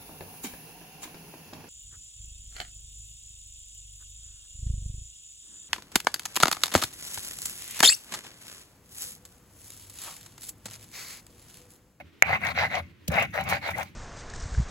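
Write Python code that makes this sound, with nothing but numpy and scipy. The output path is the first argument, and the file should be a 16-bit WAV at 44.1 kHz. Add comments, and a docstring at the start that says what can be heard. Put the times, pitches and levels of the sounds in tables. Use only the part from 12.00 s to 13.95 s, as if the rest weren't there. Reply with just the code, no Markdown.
"""A hand stone grinds garlic on a stone slab in a kitchen, heard from close by.
After a faint scrape the stone lands, and the impact excites its modes in a hard clack. Four strokes
follow: friction on grit rings both stones, wet garlic hisses, spits and snaps, and the slab rumbles
on its support. The stone lifts, then thuds down, cushioned by the paste. It rasps five more times
and slides to rest, leaving the quiet background of the room."""
import sys
import numpy as np
from scipy import signal
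from scipy.fft import rfft, irfft
from scipy.io import wavfile
from scipy.ndimage import uniform_filter1d

SR = 44100
rng = np.random.default_rng(int(sys.argv[2]) if len(sys.argv) > 2 else 0)


def generate_wav(signal):
    """Clip the signal to [-1, 1] and save it as 16-bit WAV at the path in sys.argv[1]."""
    frames = np.transpose(np.atleast_2d(signal))
    scaled = np.clip(frames, -1, 1) * 32767
    pcm = np.round(scaled).astype(np.int16)
    wavfile.write(sys.argv[1], SR, pcm)


N = 85995
TIME = np.arange(N) / SR
HZ = np.fft.rfftfreq(2 * N, 1 / SR)
GRIT_PER_S, GRIT_SPREAD_DB = 6000, 4.5


def amp(db):
    """The decibel law: level to amplitude ratio."""
    return 10 ** (np.asarray(db) / 20)

def unit(x):
    """Normalisation to an rms of 1."""
    return x / np.sqrt(np.mean(x ** 2) + 1e-20)

def read(points, hz=HZ):
    """Interpolation of a table on a logarithmic frequency axis."""
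    f, value = np.transpose(points)
    return np.interp(np.log(hz + 1), np.log(f), value)

def colour(x, points):
    """Minimum-phase filtering with the shape of a dB curve, at unit power gain."""
    log_gain = np.log(amp(read(points)))
    response = np.exp(np.conj(signal.hilbert(np.r_[log_gain, log_gain[-2:0:-1]])))[:N + 1]
    return irfft(rfft(x, 2 * N) * response / np.sqrt(np.mean(abs(response) ** 2)))[..., :N]

def pan(db):
    """Constant-power panning: two gains from a left-right level difference."""
    gains = amp(np.array([db, -db]) / 2)
    return gains / np.sqrt(np.mean(gains ** 2, 0))

def stereo(x, balance, phase=0):
    """Localisation by level and phase differences between the channels."""
    response = pan(read(balance)) * np.exp(-1j * phase * np.array([[0], [1]]))
    return irfft(rfft(x, 2 * N) * response)[:, :N]

def wander(hz):
    """Random modulation: low-passed noise, softly limited."""
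    rolloff = 1 + (np.fft.rfftfreq(N, 1 / SR) / hz) ** 4
    slow = unit(irfft(rfft(rng.standard_normal(N)) / rolloff, N))
    return unit(np.tanh(slow / 1.6))

def grains(per_s, spread_db):
    """Shot noise: independent impulses of uneven size."""
    size = amp(spread_db * np.clip(rng.standard_normal(N), -2, 2))
    return unit(size * rng.choice([-1, 1], N) * (rng.random(N) < per_s / SR))

def patchy(x, width_hz, length_s, depth_db, size=256):
    """Spectral modulation: the colour shifts at random as the contact point moves."""
    spectra = signal.stft(x, nperseg=size)[2]
    field = rng.standard_normal(spectra.shape[:0:-1]).T
    bins, frames = max(round(width_hz * size / SR), 1), max(round(2 * length_s * SR / size), 1)
    for _ in range(2):
        field = uniform_filter1d(uniform_filter1d(field, bins, 0), frames, 1)
    return signal.istft(spectra * unit(amp(depth_db * unit(field))), nperseg=size)[1][:, :N]

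def resonate(x, hz, width_hz):
    """A tunable damped resonance that preserves the power of white noise."""
    turn = np.exp(2j * np.pi * np.cumsum(hz * np.ones(N)) / SR)
    pole = np.exp(-np.pi * width_hz / SR)
    return (turn * signal.lfilter([np.sqrt(2 * (1 - pole ** 2))], [1, -pole], x / turn + 1e-18)).real


# Strokes of the hand (start [s], fastest [s], end [s], rasp level [dB], hiss level [dB],
# left-right [dB], hand stone base pitch [Hz], slab pitch [Hz], slab ring gain [dB], treble gain [dB])
STROKES = [(-.08, -0.005, 0.03, -42.5, -64.5, -6.5, 2130, 755, 3, -1.5),
           (0.225, 0.33, .39, -25, -50, -1.5, 2015, 773, -7, -2.5),
           (0.388, 0.488, 0.54, -30, -47.5, 1.5, 2188, 745, -2, 4),
           (0.531, 0.628, .69, -24.5, -48.5, -4.5, 2036, 766, -5.5, 4.5),
           (0.68, 0.764, 0.82, -28, -50.5, -0.5, 2024, 738, -0.5, 0.5),
           (1.084, 1.184, 1.278, -25, -48, -0.5, 2190, 612, -0.5, -0.5),
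           (1.321, 1.365, 1.451, -29, -49.5, -1.5, 1970, 780, -8.5, 2.5),
           (1.433, 1.536, 1.5995, -26, -49, -3, 2187, 828.5, -5.5, 3),
           (1.603, 1.686, 1.738, -28, -49.5, -3.5, 2220, 860, -5.5, -2.5),
           (1.739, 1.797, 1.845, -33, -46, 0, 2220, 830, -1.5, -1.5),
           (1.8, 1.856, 1.912, -55.5, -62, -6, 2200, 830, -10, 15.5)]
# Broad response of the stones (frequency [Hz], relative level [dB])
STONE_RESPONSE = [(150, -27), (330, -18.5), (450, -11), (570, -4.5), (770, -4), (960, -8.5), (1080, -4.5),
                  (1270, -6), (1550, -4), (1750, -6), (2100, -7), (2420, -9.5), (2750, -9), (3200, -19.5),
                  (4000, -17.5), (5200, -28.5), (7000, -33.5), (10000, -59.5), (16000, -40.5)]
# Narrow modes of the slab (frequency [Hz], relative level [dB])
SLAB_MODES = [(580.7, -18.5), (787, -14.5), (1065, -15.5), (1428, -17.5), (2613, -17), (3888, -24.5)]
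# Level difference of the rasp (frequency [Hz], left-right [dB])
RASP_BALANCE = [(300, -3), (550, 12), (780, 10), (960, 6), (1250, 12.5), (1550, 9.5), (1850, 2.5),
                (2200, -1), (2600, 1), (3300, -1), (4300, -3), (6000, 3)]
# Phase difference of the rasp (frequency [Hz], left lead [rad])
RASP_PHASE = [(300, 2.5), (450, 1.55), (600, -0.22), (850, -1.07), (1080, 2.5), (1350, 1.14), (1900, 0.94),
              (2150, 1.5), (2400, 1.5), (3200, 5)]

def rasp(echo_s=0.00281, echo_db=-17.5):
    """Forced vibration: grit drives the resonances of both stones."""
    _, fastest, _, level_db, _, side_db, hand_hz, slab_hz, slab_db, treble_db = np.transpose(STROKES)
    def by_stroke(values):
        return np.interp(TIME, fastest, values)
    body = colour(grit(level_db) + catches(), STONE_RESPONSE)
    # The path of a reflection across the slab changes with the stone's place.
    delay = echo_s * (1 + 0.19 * by_stroke((-1) ** np.arange(len(fastest))))
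    body += amp(echo_db) * np.array([np.interp(TIME - delay, TIME, side) for side in body])
    treble = signal.sosfiltfilt(signal.butter(4, 3000, "high", fs=SR, output="sos"), body)
    body += treble * (amp(by_stroke(treble_db)) - 1)
    # The hand stone rings higher as it slows, and its pitch shifts with its place.
    ring_hz = by_stroke(hand_hz) * (1 + 0.08 * (1 - speeds().max(0)) + 0.034 * travel())
    rings = amp(0.5) * resonate(body, ring_hz, width_hz=266)
    rings += amp(by_stroke(slab_db)) * resonate(body, by_stroke(slab_hz), width_hz=146)
    rings += sum(amp(db) * resonate(body, hz, width_hz=0.025 * hz) for hz, db in SLAB_MODES)
    return stereo(0.65 * body + 0.2 * rings, RASP_BALANCE, read(RASP_PHASE)) * pan(by_stroke(side_db))

def speeds(grip=0.89):
    """Reciprocating motion: each stroke's speed is a flattened arch between turning points."""
    arch = np.array([np.sin(np.pi / 2 * np.interp(TIME, row[:3], [0, 1, 0])) for row in STROKES])
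    return np.tanh(grip * arch) / np.tanh(grip)

def travel():
    """Displacement on the slab, -1 to 1: each stroke reverses the last."""
    return 2 * sum((-1) ** k * np.interp(TIME, row[:3], [0, .5, 1]) for k, row in enumerate(STROKES)) - 1

def friction(levels_db, exponent, drag_db, drag_s):
    """A power law: amplitude grows with speed, and light drag bridges the turning points."""
    energy = amp(levels_db) ** 2 @ speeds() ** (2 * exponent)
    drag = signal.fftconvolve(energy, np.hanning(int(2 * drag_s * SR)) / (drag_s * SR), "same")
    return np.sqrt(energy + amp(drag_db) ** 2 * abs(drag))

def grit(levels_db, apart=0.53, chatter_db=1.27):
    """Sliding friction: grit chatters in many tiny impacts, partly shared by both channels."""
    shared, left, right = (grains(GRIT_PER_S, GRIT_SPREAD_DB) for _ in range(3))
    impacts = np.sqrt(1 - apart ** 2) * shared + apart * np.array([left, right])
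    impacts = patchy(impacts, width_hz=450, length_s=0.034, depth_db=3)
    chatter = unit(amp(chatter_db * wander(hz=144)))
    return impacts * chatter * friction(levels_db, exponent=1.82, drag_db=-33, drag_s=.1)

# Coarse grains breaking (time [s], relative level [dB])
CATCHES = [(.234, -5.5), (.294, -0.5), (.3045, -3.5), (.3312, 1.5), (.577, 0.5), (.637, -0.5), (.651, -6),
           (1.107, -25), (1.1778, 2.5), (1.2235, -1), (1.351, -13), (1.378, -0.5), (1.388, 0.5),
           (1.409, -5.5), (1.526, 6), (1.6905, 1), (1.829, -9.5)]

def catches(contact_s=0.00027):
    """Brittle fracture: each grain that catches and breaks gives a Gaussian pulse of force."""
    force = np.zeros(N)
    for time_s, db in CATCHES:
        pulse = np.exp(-(2 * (TIME - time_s) / contact_s) ** 2)
        force += 1.1 * amp(db) * pulse / pulse.sum()
    return force

# Gliding bands in the rasp (start [s], end [s], first pitch [Hz], last pitch [Hz], level [dB])
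GLIDES = [(0.565, .67, 4200, 3760, -45), (1.17, 1.248, 2620, 2650, -31), (1.468, 1.6, 4150, 4670, -47),
          (1.611, 1.69, 4100, 4500, -46), (1.729, 1.762, 1890, 2140, -34.5)]

def singing_grit(relative_width=.11):
    """Narrow-band resonance: grit sings at a pitch that glides as the stone travels."""
    out = np.zeros((2, N))
    for start, end, first_hz, last_hz, db in GLIDES:
        progress = np.clip((TIME - start) / (end - start), 0, 1)
        hz = first_hz + (last_hz - first_hz) * progress
        width_hz = relative_width * first_hz
        impacts = np.array([grains(GRIT_PER_S, GRIT_SPREAD_DB) for _ in range(2)])
        band = resonate(resonate(impacts, hz, width_hz), hz, 2 * width_hz)
        out += amp(db) * np.sin(np.pi * progress) * unit(band)
    return out

# Modes of stone on stone (frequency [Hz], left level [dB], right level [dB], 60 dB decay time [s])
CLACK_MODES = [(736, 2.5, -0.5, 0.0091), (1744, 19.5, 9.5, 0.0043), (2224, 7.5, 20, 0.0075),
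               (3070, -13.5, -20.5, .003), (2122, -37, -9.5, 0.023)]
# Modes of stone on paste (frequency [Hz], left level [dB], right level [dB], 60 dB decay time [s])
THUD_MODES = [(81.2, -18.5, -19.5, 0.28), (166, -18.5, -13, 0.076), (545, -1.5, -11, 0.0099)]

def landing(modes, time_s, rise_s, right_lag_s=0):
    """Free vibration: the hand stone's impact excites modes that decay exponentially."""
    age = np.maximum(TIME - time_s - np.array([[0], [right_lag_s]]), 0)
    ring = np.zeros((2, N))
    for hz, left_db, right_db, t60 in modes:
        ring += amp(np.array([[left_db], [right_db]]) - 60 * age / t60) * np.sin(2 * np.pi * hz * age)
    return ring * np.minimum(age / rise_s, 1) ** 2

# Garlic bursting (time [s], level [dB], time constant [s])
SPITS = [(.4495, -35, 0.002), (1.0798, -23, 0.0035), (1.1164, -38.5, 0.011), (1.2237, -32.5, 0.0064),
         (1.409, -36, 0.0017), (1.437, -41, 0.0062), (1.49, -25.5, 0.0012), (1.4957, -29.5, 0.015),
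         (1.536, -44, 0.0018), (1.679, -37.5, 0.0023), (1.705, -39.5, 0.012), (1.7818, -33, 0.0024),
         (1.8289, -36.5, 0.0047)]
# Spectrum of the wet paste (frequency [Hz], relative level [dB])
PASTE_SPECTRUM = [(1000, -10), (3000, 2.5), (4500, -2.5), (6300, 4.5), (8200, -3.5), (11000, 1.5),
                  (14000, 1)]
# Level difference of the paste (frequency [Hz], left-right [dB])
PASTE_BALANCE = [(4000, -1.5), (6500, 1.5), (9000, 7.5), (11000, 20), (15000, 13.5)]

def paste(clump_db=1.2):
    """Shot noise: dense crackles of wet garlic merge into a hiss, broken by single spits."""
    hiss_db = np.transpose(STROKES)[4]
    envelope = friction(hiss_db, exponent=1.6, drag_db=-8, drag_s=.11)
    envelope *= unit(amp(clump_db * wander(hz=166.7)))
    fizz = np.array([grains(per_s=5600, spread_db=4) for _ in range(2)])
    fizz = patchy(fizz, width_hz=1700, length_s=.008, depth_db=4)
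    return stereo(colour(fizz * envelope + bursts(SPITS), PASTE_SPECTRUM), PASTE_BALANCE)

# Firm bits snapping (time [s], level [dB], time constant [s])
CRUNCHES = [(.4682, -26.5, 0.0018), (.566, -38, 0.0024), (.7517, -31, 0.0066), (1.0763, -38, 0.0084),
            (1.14, -30.5, 0.0022)]
# Spectrum of a snap (frequency [Hz], relative level [dB])
CRUNCH_SPECTRUM = [(1200, -18), (3000, 10), (6500, -2), (9000, -17)]

def crunches():
    """Fracture: firm bits snap under the stone with a bright, dry tick."""
    return colour(bursts(CRUNCHES), CRUNCH_SPECTRUM)

def bursts(rows, rise_s=0.0012):
    """Noise transients with a linear rise and an exponential decay."""
    envelope = np.zeros(N)
    for time_s, db, decay_s in rows:
        age = np.maximum(TIME - time_s, 0)
        envelope += amp(db) * np.minimum(age / rise_s, 1) * np.exp(-np.maximum(age - rise_s, 0) / decay_s)
    return envelope * rng.standard_normal((2, N))

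# Response of the slab on its support (frequency [Hz], relative level [dB])
SUPPORT_RESPONSE = [(20, -19.5), (65, -12.5), (81, 6), (100, -4), (190, -7.5), (250, -16), (340, -23.5),
                    (600, -54.5), (2000, -97.5)]
# Envelope of the rumble (time [s], relative level [dB])
RUMBLE_ENVELOPE = [(.035, -48), (.15, -68), (.215, -65), (.25, -44), (.31, -30), (.38, -38.5), (.6, -38),
                   (.76, -38), (.83, -42), (.92, -51), (1.075, -59), (1.1, -31), (1.17, -32), (1.26, -35),
                   (1.35, -47), (1.41, -35), (1.55, -34), (1.66, -50), (1.735, -34), (1.81, -39),
                   (1.95, -53.5)]

def rumble(apart=0.28, gain_db=-2):
    """Structure-borne sound: the stone's bumpy ride shakes the slab on its support."""
    envelope = amp(gain_db + np.interp(TIME, *np.transpose(RUMBLE_ENVELOPE)))
    bumps = rng.standard_normal(N) + apart * rng.standard_normal((2, N))
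    return colour(bumps, SUPPORT_RESPONSE) * envelope

# Reverberation of the kitchen (frequency [Hz], 60 dB decay time [s])
REVERB_TIMES = [(100, 1), (600, 0.11), (2500, 0.55), (16000, 0.13)]

def kitchen(x, level_db=-23):
    """Reverberation: a diffuse tail in which each band decays at its own rate."""
    hz, age, spectra = signal.stft(rng.standard_normal((2, SR // 2)), SR, nperseg=256)
    decay = amp(-60 * age / read(REVERB_TIMES, hz)[:, None])
    tail = signal.istft(spectra * decay, SR, nperseg=256)[1]
    return amp(level_db) * signal.fftconvolve(x, tail / np.linalg.norm(tail[0]), axes=1)[:, :N]

# Spectrum of the quiet kitchen (frequency [Hz], relative level [dB])
AMBIENT_SPECTRUM = [(25, -23), (80, -4.5), (180, -8.5), (310, -2.5), (700, -22.5), (1900, -16.5),
                    (3100, -19), (4700, -27.5), (9000, -37.5), (16000, -37)]

def ambience(level_db=-59, sway_db=1.5):
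    """Ambient noise: a faint, partly coherent background whose level wavers."""
    noise = unit(rng.standard_normal(N) + rng.standard_normal((2, N)))
    return amp(level_db + sway_db * wander(hz=15)) * colour(noise, AMBIENT_SPECTRUM)

def scene():
    """Superposition of direct sound, reverberation and ambient noise."""
    direct = rasp() + singing_grit() + crunches() + paste() + rumble()
    direct += landing(CLACK_MODES, time_s=.223, rise_s=0.00086, right_lag_s=0.00037)
    direct += landing(THUD_MODES, time_s=1.0825, rise_s=0.0053)
    return direct + kitchen(direct) + ambience()

def record(dry, low_cut_hz=74, full_scale=.84, top_hz=16000):
    """Band limiting and clipping: the microphones lose deep bass and overload on the clack."""
    high_pass = signal.butter(2, low_cut_hz, "high", fs=SR, output="sos")
    clipped = np.clip(signal.sosfilt(high_pass, dry), -full_scale, full_scale)
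    low_pass = signal.firwin(801, top_hz, window=("kaiser", 8), fs=SR)
    return signal.oaconvolve(clipped, low_pass[None], "same")


dry = scene()
out = record(dry)
generate_wav(out)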